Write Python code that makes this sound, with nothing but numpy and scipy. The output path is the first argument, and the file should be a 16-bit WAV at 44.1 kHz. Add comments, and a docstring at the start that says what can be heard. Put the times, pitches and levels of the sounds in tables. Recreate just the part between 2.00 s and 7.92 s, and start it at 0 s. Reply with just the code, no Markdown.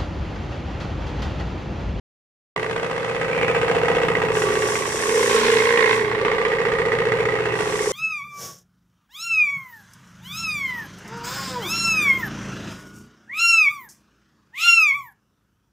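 """A kitchen: an electric citrus juicer is switched on, its reamer turning about 15 times a second.
The worn drive drones in the plastic housing and knocks six times a turn, ringing bowl and panels.
Twice an orange half is pressed on: the speed sags, the resonances sink and wet pulp fizzes on the ribs.
Underneath lie mains hum and body rumble; the reamer snatches with hard clacks; tiles add a short tail."""
import sys
import numpy as np
from scipy import signal
from scipy.fft import rfft, irfft
from scipy.io import wavfile
from scipy.ndimage import uniform_filter1d

SR = 44100
rng = np.random.default_rng(int(sys.argv[2]) if len(sys.argv) > 2 else 0)


def master_out(mix):
    """Clip the mix to full scale and print it as 16-bit PCM to the path in sys.argv[1]."""
    frames = np.transpose(np.atleast_2d(mix))
    ceiling = np.clip(frames, -1, 1)
    pcm = np.round(ceiling * 32767).astype(np.int16)
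    wavfile.write(sys.argv[1], SR, pcm)


N = 261072
T = np.arange(N) / SR
HZ = np.fft.rfftfreq(N, 1 / SR)
SWITCH_ON_S = .5595

# drive levels: time_s, drone_db, rattle_db, rumble_db
DRIVE_LEVELS = [(0.58, -29.5, -27.5, -45), (1.15, -27.5, -27, -45.5), (1.4, -23.5, -23.5, -41.5),
                (2.0, -21, -22, -38.5), (2.2, -25, -24.5, -38), (2.35, -21.5, -25, -39.5),
                (2.63, -23, -24, -43.5), (2.9, -32, -29, -44), (3.18, -19.5, -22.5, -44),
                (3.65, -19.5, -20.5, -45.5), (3.89, -21.5, -17, -44.5), (4.05, -24.5, -27.5, -41),
                (4.22, -23, -24.5, -42), (5.2, -22.5, -25, -41), (5.65, -26.5, -26, -43),
                (5.9, -24, -31, -43.5)]
# orange half on the reamer: touch_s, lift_s
PRESS_TIMES = [(2.29, 3.974), (5.508, 7.0)]


def gain_of(db):
    """Decibels to amplitude."""
    return 10 ** (np.asarray(db) / 20)


def unit_rms(x):
    """Scale to rms 1."""
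    return x / np.sqrt(np.mean(x ** 2) + 1e-20)


def steadied(pair):
    """Hold stereo power near 1, averaged over about four turns."""
    return pair / np.sqrt(uniform_filter1d((pair ** 2).mean(0), size=12000) + 1e-12)


def curve(rows, column=1):
    """Time-table column at every sample."""
    rows = np.array(rows)
    return np.interp(T, rows[:, 0], rows[:, column])


def per_bin(rows, column=1):
    """Frequency-table column at every FFT bin."""
    rows = np.array(rows)
    return np.interp(np.log(HZ + 1), np.log(rows[:, 0]), rows[:, column])


def colour(x, spectrum, column=1):
    """Filter by a table of freq_hz, gain_db."""
    return irfft(rfft(x) * gain_of(per_bin(spectrum, column)), N)


def wander(rate_hz):
    """Random drift of rms 1, rolling off above rate_hz."""
    return unit_rms(irfft(rfft(rng.standard_normal(N)) * np.exp(-(HZ / rate_hz) ** 2), N))


def resonate(x, hz, width_hz):
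    """Unity-gain resonance at a fixed or moving pitch."""
    spin = np.exp(2j * np.pi * np.cumsum(np.broadcast_to(hz, N)) / SR)
    pole = np.exp(-np.pi * width_hz / SR)
    return 2 * (spin * signal.lfilter([1 - pole], [1, -pole], x * spin.conj() + 1e-18)).real


def stereo(pair):
    """Mix two unrelated signals into a partly coherent left and right."""
    # stereo image: freq_hz, coherence, left_lead_rad, left_minus_right_db
    image = [(30, 0.7, 0, 0), (109, 1, 1, -2), (585, 0.74, -1.5, -2.5), (1120, 0.75, 1, -3.5),
             (1360, 0.7, 1, -5.5), (2090, 0.72, 1, -3), (4840, 0.22, 3, 1), (8000, 0.5, 14.5, 6.5),
             (11500, 0.2, 14.5, 0.5)]
    left, other = rfft(pair)
    coherence = np.clip(per_bin(image), 0, 1)
    right = (coherence * left + np.sqrt(1 - coherence ** 2) * other) * np.exp(-1j * per_bin(image, 2))
    lean = gain_of(per_bin(image, 3) / 2)
    return irfft(np.array([left * lean, right / lean]), N)


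def grains(per_s, spread_db):
    """Tiny random clicks of unequal size, in stereo."""
    size = gain_of(spread_db * np.minimum(rng.exponential(1, (2, N)), 4))
    return unit_rms(stereo(size * rng.standard_normal((2, N)) * (rng.random((2, N)) < per_s / SR)))


def envelope(start_s, end_s, rise_s, release_s):
    """Linear rise, hold, exponential release; 0-1."""
    return np.clip((T - start_s) / rise_s, 0, 1) * np.exp(-np.maximum(T - end_s, 0) / release_s)


def pressing(rise_s, release_s):
    """Both presses as one control, 0-1."""
    return np.max([envelope(*times, rise_s, release_s) for times in PRESS_TIMES], axis=0)


def seating(free=0.28, rise_s=0.94, linger=0.4):
    """The hand seats the shaft (0 rocking, 1 firm); it springs partly free, then works loose."""
    held = (1 - linger) * pressing(rise_s, release_s=0.3) + linger * pressing(rise_s, release_s=1.73)
    return np.clip(free + (1 - free) * held, 0, 1)


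def kitchen(x, t60_s=0.14, wet_db=-7, size=16000):
    """Steel benches and tiled walls add a short, diffuse tail."""
    t = np.arange(size) / SR
    taps = rng.standard_normal((2, size)) * (rng.random((2, size)) < .06)
    taps *= (t > .004) * gain_of(-60 * t / t60_s)
    taps /= np.linalg.norm(taps, axis=1, keepdims=True)
    return x + gain_of(wet_db) * signal.fftconvolve(x, taps, axes=1)[:, :N]


def hum(pitch_hz=120, idle_db=-53, work_db=14):
    """The motor's mains hum grows under work and settles slowly."""
    level_db = idle_db + work_db * pressing(rise_s=3, release_s=4.1)
    return gain_of(level_db) * np.sqrt(2) * np.sin(2 * np.pi * pitch_hz * T)


def whir(force, level_db=-50):
    """The motor whirs with fine, dense ticks, slightly more at each knock."""
    # motor whir: freq_hz, gain_db
    spectrum = [(1500, -15), (3500, 16.5), (5500, 6), (8000, 2), (10000, 1), (12500, -16), (15000, -41)]
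    ticks = grains(per_s=14000, spread_db=1.6)
    return gain_of(level_db) * unit_rms(colour(ticks * force ** 0.042, spectrum))


def rumble(gears, turns, seated, noise_db=6, waver_db=3, swell=0.16, quiet_db=-42):
    """The body shakes on the bench: wavering shaft tones, and gear noise that swells faster than they."""
    # shaking body: freq_hz, gain_db
    spectrum = [(20, -3), (45, 3.5), (90, 7.5), (170, 6), (260, -9.5), (340, 5.5), (500, -18), (900, 6.5),
                (3000, -33)]
    # shaft tones relative to the rumble level: speed_multiple, free_db, held_db
    shaft_tones = [(7, -19, -17), (8, 4, -1.5), (10, -4, -21.5), (11, 6, -13), (12, -3.5, -9),
                   (14, -26, -0.5), (16, -16, 2.5), (20, 6.5, -32)]
    level_db = curve(DRIVE_LEVELS, 3)
    shake = gain_of(noise_db + swell * (level_db - quiet_db)) * unit_rms(colour(gears, spectrum))
    for multiple, free_db, held_db in shaft_tones:
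        tone_db = free_db + seated * (held_db - free_db) + waver_db * wander(25)
        shake += gain_of(tone_db) * np.sin(2 * np.pi * (multiple * turns + rng.random()))
    return shake * gain_of(level_db)


def buzzing(push, width_hz=420, left_db=-1, right_db=1):
    """The loose housing chatters with the knocks in short swells, each at its own pitch."""
    # swells: centre_s, sigma_s, pitch_hz, level_db
    swells = [(1.421, 0.12, 2325, -31.5), (1.8, 0.18, 647, -35), (2.05, 0.48, 2620, -44.5),
              (3.803, 0.22, 2000, -31), (4.9, 0.41, 1980, -36.5), (5.502, 0.073, 2600, -39)]
    sound = 0
    for centre_s, sigma_s, pitch_hz, level_db in swells:
        b, a = signal.iirpeak(pitch_hz, pitch_hz / width_hz, fs=SR)
        ring = unit_rms(signal.lfilter(b, a, signal.lfilter(b, a, push)))
        sound += ring * gain_of(level_db) * np.exp(-((T - centre_s) / sigma_s) ** 2 / 2)
    return sound * gain_of([[left_db], [right_db]])


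def squeeze(touch_s, lift_s, scrape_db=-38, pith_db=11.5, pith_after_s=1.143, pith_width_s=0.23):
    """Fizz and scrape gains for one half; the scrape peaks as the ribs reach the pith."""
    # fizzing juice: time_s, level_db
    juice = [(2.3, -37), (2.41, -33.5), (2.47, -37), (2.64, -33.5), (2.72, -30.5), (2.84, -32.5),
             (3.05, -30), (3.17, -29), (3.26, -26.5), (3.42, -31), (3.62, -32.5), (3.75, -37),
             (5.67, -38.5), (5.92, -29)]
    pith = np.exp(-((T - touch_s - pith_after_s) / pith_width_s) ** 2)
    contact = envelope(touch_s, lift_s, rise_s=0.091, release_s=.07)
    return gain_of([curve(juice), scrape_db + pith_db * pith]) * contact


def pulp(turns, force, fizz_db=-1.73, rasp_db=0.6, groan_db=-8, groan_multiple=16, flicker_db=1.57):
    """The ribs burst juice cells and scrape the pith in step with the knocks, setting off a low groan."""
    # bursting cells: freq_hz, gain_db
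    cell_spectrum = [(1500, -30), (3500, -21), (4700, -1), (5700, 7), (7000, 2.5), (8800, 2.5), (10500, -4),
                     (12500, -12), (15000, -24)]
    # scraped pith: freq_hz, gain_db
    pith_spectrum = [(700, -1), (1500, 6), (3700, 5), (4500, -1), (5500, -2.5), (7000, -48), (12000, -23)]
    fizz, scrape = sum(squeeze(*times) for times in PRESS_TIMES)
    cells = unit_rms(colour(grains(per_s=14000, spread_db=2), cell_spectrum))
    rasp = unit_rms(colour(grains(per_s=6000, spread_db=0.63) * force ** 0.37, pith_spectrum))
    wet = gain_of(fizz_db) * fizz * cells + gain_of(rasp_db) * scrape * rasp
    groan = np.sin(2 * np.pi * (groan_multiple * turns + 0.1 * wander(17)))
    groan *= gain_of(groan_db) * scrape ** 2 / scrape.max()
    return wet * gain_of(flicker_db * wander(220)) + groan


def clacks(rise_s=0.00062, ring_hz=(1100, 2020), width_hz=110, ring_db=3):
    """Hard blows of plastic on plastic leave the bowl ringing."""
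    # the start, the reamer snatching, and the loudest single knocks: peak_s, level_db, decay_s
    hits = [(0.5627, -17, 0.0014), (.597, -22.5, .003), (0.762, -24.5, 0.0034), (.831, -29, 0.0028),
            (1.615, -17, 0.0031), (1.751, -22, 0.0026), (2.153, -16, 0.0026), (2.217, -31, 0.0029),
            (2.755, -19.5, 0.0027), (2.79, -26, .003), (2.822, -23, .003), (3.095, -22, .003),
            (3.523, -20, 0.0022), (3.590, -15.5, 0.0026), (3.775, -15, 0.0037), (3.930, -14, 0.0047),
            (4.25, -16.5, 0.0033), (4.282, -18, 0.0036), (4.317, -26.5, 0.003), (4.383, -20, 0.0046),
            (4.452, -15, 0.0024)]
    # one clack: freq_hz, gain_db
    spectrum = [(100, -11.5), (450, 1.5), (700, -6), (1080, 5.5), (1450, -6), (2000, 5.5), (3000, -3.5),
                (5000, -21), (9000, -29.5), (15000, -53)]
    noise = unit_rms(colour(stereo(rng.standard_normal((2, N))), spectrum))
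    blows = noise * sum(gain_of(level_db) * envelope(peak_s - rise_s, peak_s, rise_s, decay_s)
                        for peak_s, level_db, decay_s in hits)
    return blows + gain_of(ring_db) * sum(resonate(blows, hz, width_hz) for hz in ring_hz)


def gear_noise(turns, seated, size=2048):
    """The rough gear track repeats every turn; rocking flips its sign each half turn."""
    # repeating part of the noise: freq_hz, power_share
    repeating = [(60, 0.033), (380, 0.79), (540, 0.98), (1000, 0.6), (2000, 0.19), (4000, 0.058)]
    tracks = irfft(np.exp(2j * np.pi * rng.random((2, size // 2 + 1))))
    places = np.arange(size) / size
    now = np.array([np.interp(turns % 1, places, track) for track in tracks])
    opposite = np.array([np.interp((turns + .5) % 1, places, track) for track in tracks])
    # held: even multiples of the speed; rocking: odd ones
    mix_rad = np.pi / 2 * np.clip((seated - .2) / 0.77, .15, 1)
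    locked = unit_rms(np.sin(mix_rad) * (now + opposite) + np.cos(mix_rad) * (now - opposite))
    share = np.clip(per_bin(repeating), 0, 1)
    fresh = rng.standard_normal((2, N))
    return stereo(irfft(rfft(locked) * np.sqrt(share) + rfft(fresh) * np.sqrt(1 - share), N))


def knocking(turns, seated, free_rise_turns=0.05, held_rise_turns=0.061, slack_turns=0.0051,
             drift_db=1.0, uneven_db=1.94, floor_db=-12, strike_db=-17, cutoff_hz=2800, settle_s=0.46):
    """Each knock is a hard strike and a short grinding force; two slip ever later under the hand."""
    # knocks of one turn: place_turns, slip_turns, decay_turns, start_db, free_db, held_db
    knocks = [(.1, .12, .06, -9, -3.5, 1), (0.221, 0, 0.053, 5.5, 4, -12), (0.449, -.01, 0.074, 4, 1, 1),
              (0.587, 0.15, 0.045, -17, -6, -0.5), (0.717, 0, 0.055, 3.5, -4.5, -3),
              (0.962, -.01, 0.093, -12.5, 2.5, 1)]
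    starting = np.exp(-((T - SWITCH_ON_S) / settle_s) ** 4)
    slipped = pressing(rise_s=1.45, release_s=0.085) ** 2
    shaft_turns = turns + slack_turns * wander(37)
    rise_turns = free_rise_turns + seated ** 2 * (held_rise_turns - free_rise_turns)
    power, strikes = gain_of(floor_db) ** 2, 0
    for place_turns, slip_turns, decay_turns, start_db, free_db, held_db in knocks:
        knock_turns = shaft_turns - place_turns - slip_turns * slipped
        age_turns = (knock_turns + rise_turns) % 1
        level_db = free_db + starting * (start_db - free_db) + seated ** 2 * (held_db - free_db)
        strength = gain_of(level_db + drift_db * wander(4.8))
        attack = np.minimum(age_turns / rise_turns, 1)
        decay = np.exp(-np.maximum(age_turns - rise_turns, 0) / decay_turns)
        power += (strength * attack * decay) ** 2
        strikes += strength * (np.diff(np.floor(knock_turns), prepend=0) > 0)
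    strikes = unit_rms(signal.sosfilt(signal.butter(2, cutoff_hz, fs=SR, output="sos"), strikes))
    # each strike scatters through the plastic
    scatter = rng.standard_normal(400) * np.exp(-np.arange(400) / SR / .0012)
    strikes = unit_rms(signal.fftconvolve(strikes, scatter)[:N])
    power /= uniform_filter1d(power, size=2956)  # the knocks share one turn's power
    force = np.sqrt(power) * gain_of(uneven_db * wander(93))
    return force, gain_of(strike_db) * stereo(np.array([strikes, np.zeros(N)]))


def rattle(push, seated, load, bowl_hz=1271, sag_hz=201, waver_hz=10,
           bowl_left_db=4, bowl_right_db=10.5, bowl_held_db=8, trim_db=-1.5):
    """The knocks ring bowl and panels; under the hand the bowl and the upper panel modes sink."""
    # knocking gears: freq_hz, free_db, held_db
    spectrum = [(50.07, -30, -53), (264, 2, -15), (470, -9.5, -0.5), (672, 3, -12), (840, -3, -9.5),
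                (1340, -8, -13), (2320, -11, -12.5), (3100, -10.5, -17), (3700, -19, -15),
                (5860, -21.5, -28), (9380, -27.5, -44), (11800, -42.5, -62), (15000, -81, -68)]
    # panel modes: free_hz, held_hz, width_hz, left_db, right_db
    panels = [(780, 880, 190, -6.5, -41), (1546, 1600, 195, 10, -9), (2010, 1860, 174, 2.5, 14.5),
              (2178, 2150, 45, 14, 9.5), (2540, 2460, 300, 6.5, -11), (3470, 3250, 85, -11, 4.5)]
    blows = (1 - seated) * colour(push, spectrum) + seated * colour(push, spectrum, 2)
    pitch_hz = bowl_hz - sag_hz * (load + seated ** 2) / 2 + waver_hz * wander(11)
    bowl = resonate(blows, pitch_hz, width_hz=50) * gain_of(bowl_held_db * seated)
    sound = blows + gain_of([[bowl_left_db], [bowl_right_db]]) * bowl
    for free_hz, held_hz, width_hz, left_db, right_db in panels:
        ring = resonate(blows, free_hz + seated * (held_hz - free_hz), width_hz)
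        sound += gain_of([[left_db], [right_db]]) * ring
    return steadied(sound) * gain_of(curve(DRIVE_LEVELS, 2) + trim_db)


def drone(gears, turns, width_hz=95, waver_hz=3, lid_hz=500, lid_db=-9, spread=0.066, uneven_db=0.44,
          throb_turns=(.255, .79), rise_turns=0.043, fall_turns=0.096,
          thump_turns=0.1709, thump_width_hz=45):
    """The gears make the housing purr and throb twice a turn; each catch of the ribs thumps it."""
    # housing mode, sinking under load: time_s, pitch_hz, first_throb_db, second_throb_db
    housing = [(.56, 415, -5, 3), (.9, 491, -7, -22), (1.4, 483, 17, -20), (2.0, 469, 29.5, 15),
               (2.25, 449, 25, 2), (2.42, 419, 16, 11), (2.65, 421, 12, 6), (2.92, 423, -5, 31),
               (3.15, 445, -1, 0), (3.42, 442.3, 8, 8), (3.85, 455, -6, 0), (4.07, 421, 0, 0),
               (4.3, 453, 1, 5), (4.8, 460, 11.5, 2), (5.25, 450.7, 7, 4), (5.6, 423, 8, 0),
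               (5.92, 432, 26, 21)]
    # ribs catching in the fruit: time_s, lag_turns, thump_share
    grip = [(2.95, 0.0031, 0.1), (3.15, 0.034, .25), (3.24, -.05, 0.56), (3.31, -0.0466, 0.5),
            (3.37, 0.043, 0.8), (3.56, 0.074, .97), (3.61, .245, 0.7), (3.75, .255, 0.76),
            (3.84, 0.2364, 0.24), (3.97, 0.24, 0.53), (4.04, 0.083, .85), (4.16, 0.067, 0.86),
            (4.22, -0.056, 0.11)]
    pitch_hz = curve(housing) + waver_hz * wander(14)
    ring = steadied(resonate(resonate(gears, pitch_hz, width_hz), pitch_hz, width_hz))
    lid = steadied(resonate(resonate(gears, lid_hz, width_hz=35), lid_hz, width_hz))
    ring += gain_of(lid_db) * lid
    # close source, long waves: nearly mono
    ring = spread * ring + (1 - spread) * ring.mean(0)
    # the gears stay in mesh, evening out the swing
    ring /= (uniform_filter1d((ring ** 2).mean(0), size=450) + 1e-9) ** .47
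    lagged_turns = turns - curve(grip)
    offsets = ((lagged_turns - place + .5) % 1 - .5 for place in throb_turns)
    first, second = (np.exp(-(d / np.where(d < 0, rise_turns, fall_turns)) ** 2) for d in offsets)
    throb_db = .5 * (first * curve(housing, 2) + second * curve(housing, 3))  # half the table's depth
    ring = steadied(ring * gain_of(throb_db))
    catches = np.diff(np.floor(2 * (lagged_turns - thump_turns)), prepend=0) > 0
    thumps = unit_rms(resonate(resonate(catches, pitch_hz, thump_width_hz), pitch_hz, thump_width_hz))
    share = np.clip(curve(grip, 2), 0, 1)
    sound = steadied(np.sqrt(1 - share) * ring + np.sqrt(share) * thumps)
    return sound * gain_of(curve(DRIVE_LEVELS) + uneven_db * wander(15))


def scene():
    """One shaft, loaded and seated by the presses, drives the juicer from switch-on."""
    # reamer speed: time_s, turns_per_s
    speed = [(0.548, 14.88), (1.25, 15.01), (1.8, 14.9), (2.6, 14.9), (3.0, 14.839), (3.3, 14.642),
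             (3.6, 14.608), (3.9, 14.706), (4.3, 14.888), (4.7, 14.933), (5.3, 14.938), (5.92, 14.806)]
    turns = np.cumsum(curve(speed) * (T >= speed[0][0])) / SR
    running = np.clip((T - SWITCH_ON_S) / 0.0095, 0, 1)
    run_up = np.exp(-(np.maximum(T - SWITCH_ON_S, 0) / 0.17) ** 2)
    load = run_up + pressing(rise_s=0.019, release_s=0.48)
    seated = seating()
    gears = gear_noise(turns, seated)
    force, strikes = knocking(turns, seated)
    push = gears * force + strikes
    low = drone(gears, turns) + rumble(gears, turns, seated) + hum()
    high = rattle(push, seated, load) + buzzing(push) + whir(force) + pulp(turns, force)
    lean_db = 1.6 * seated  # further right under the hand
    return (running * low + kitchen(running * high + clacks())) * gain_of([-lean_db / 2, lean_db / 2])


def record(dry):
    """Low-pass at 15 kHz."""
    taps = signal.firwin(511, 15000, window=("kaiser", 9), fs=SR)
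    return signal.oaconvolve(dry, taps[None], "same")


dry = scene()
out = record(dry)
master_out(out)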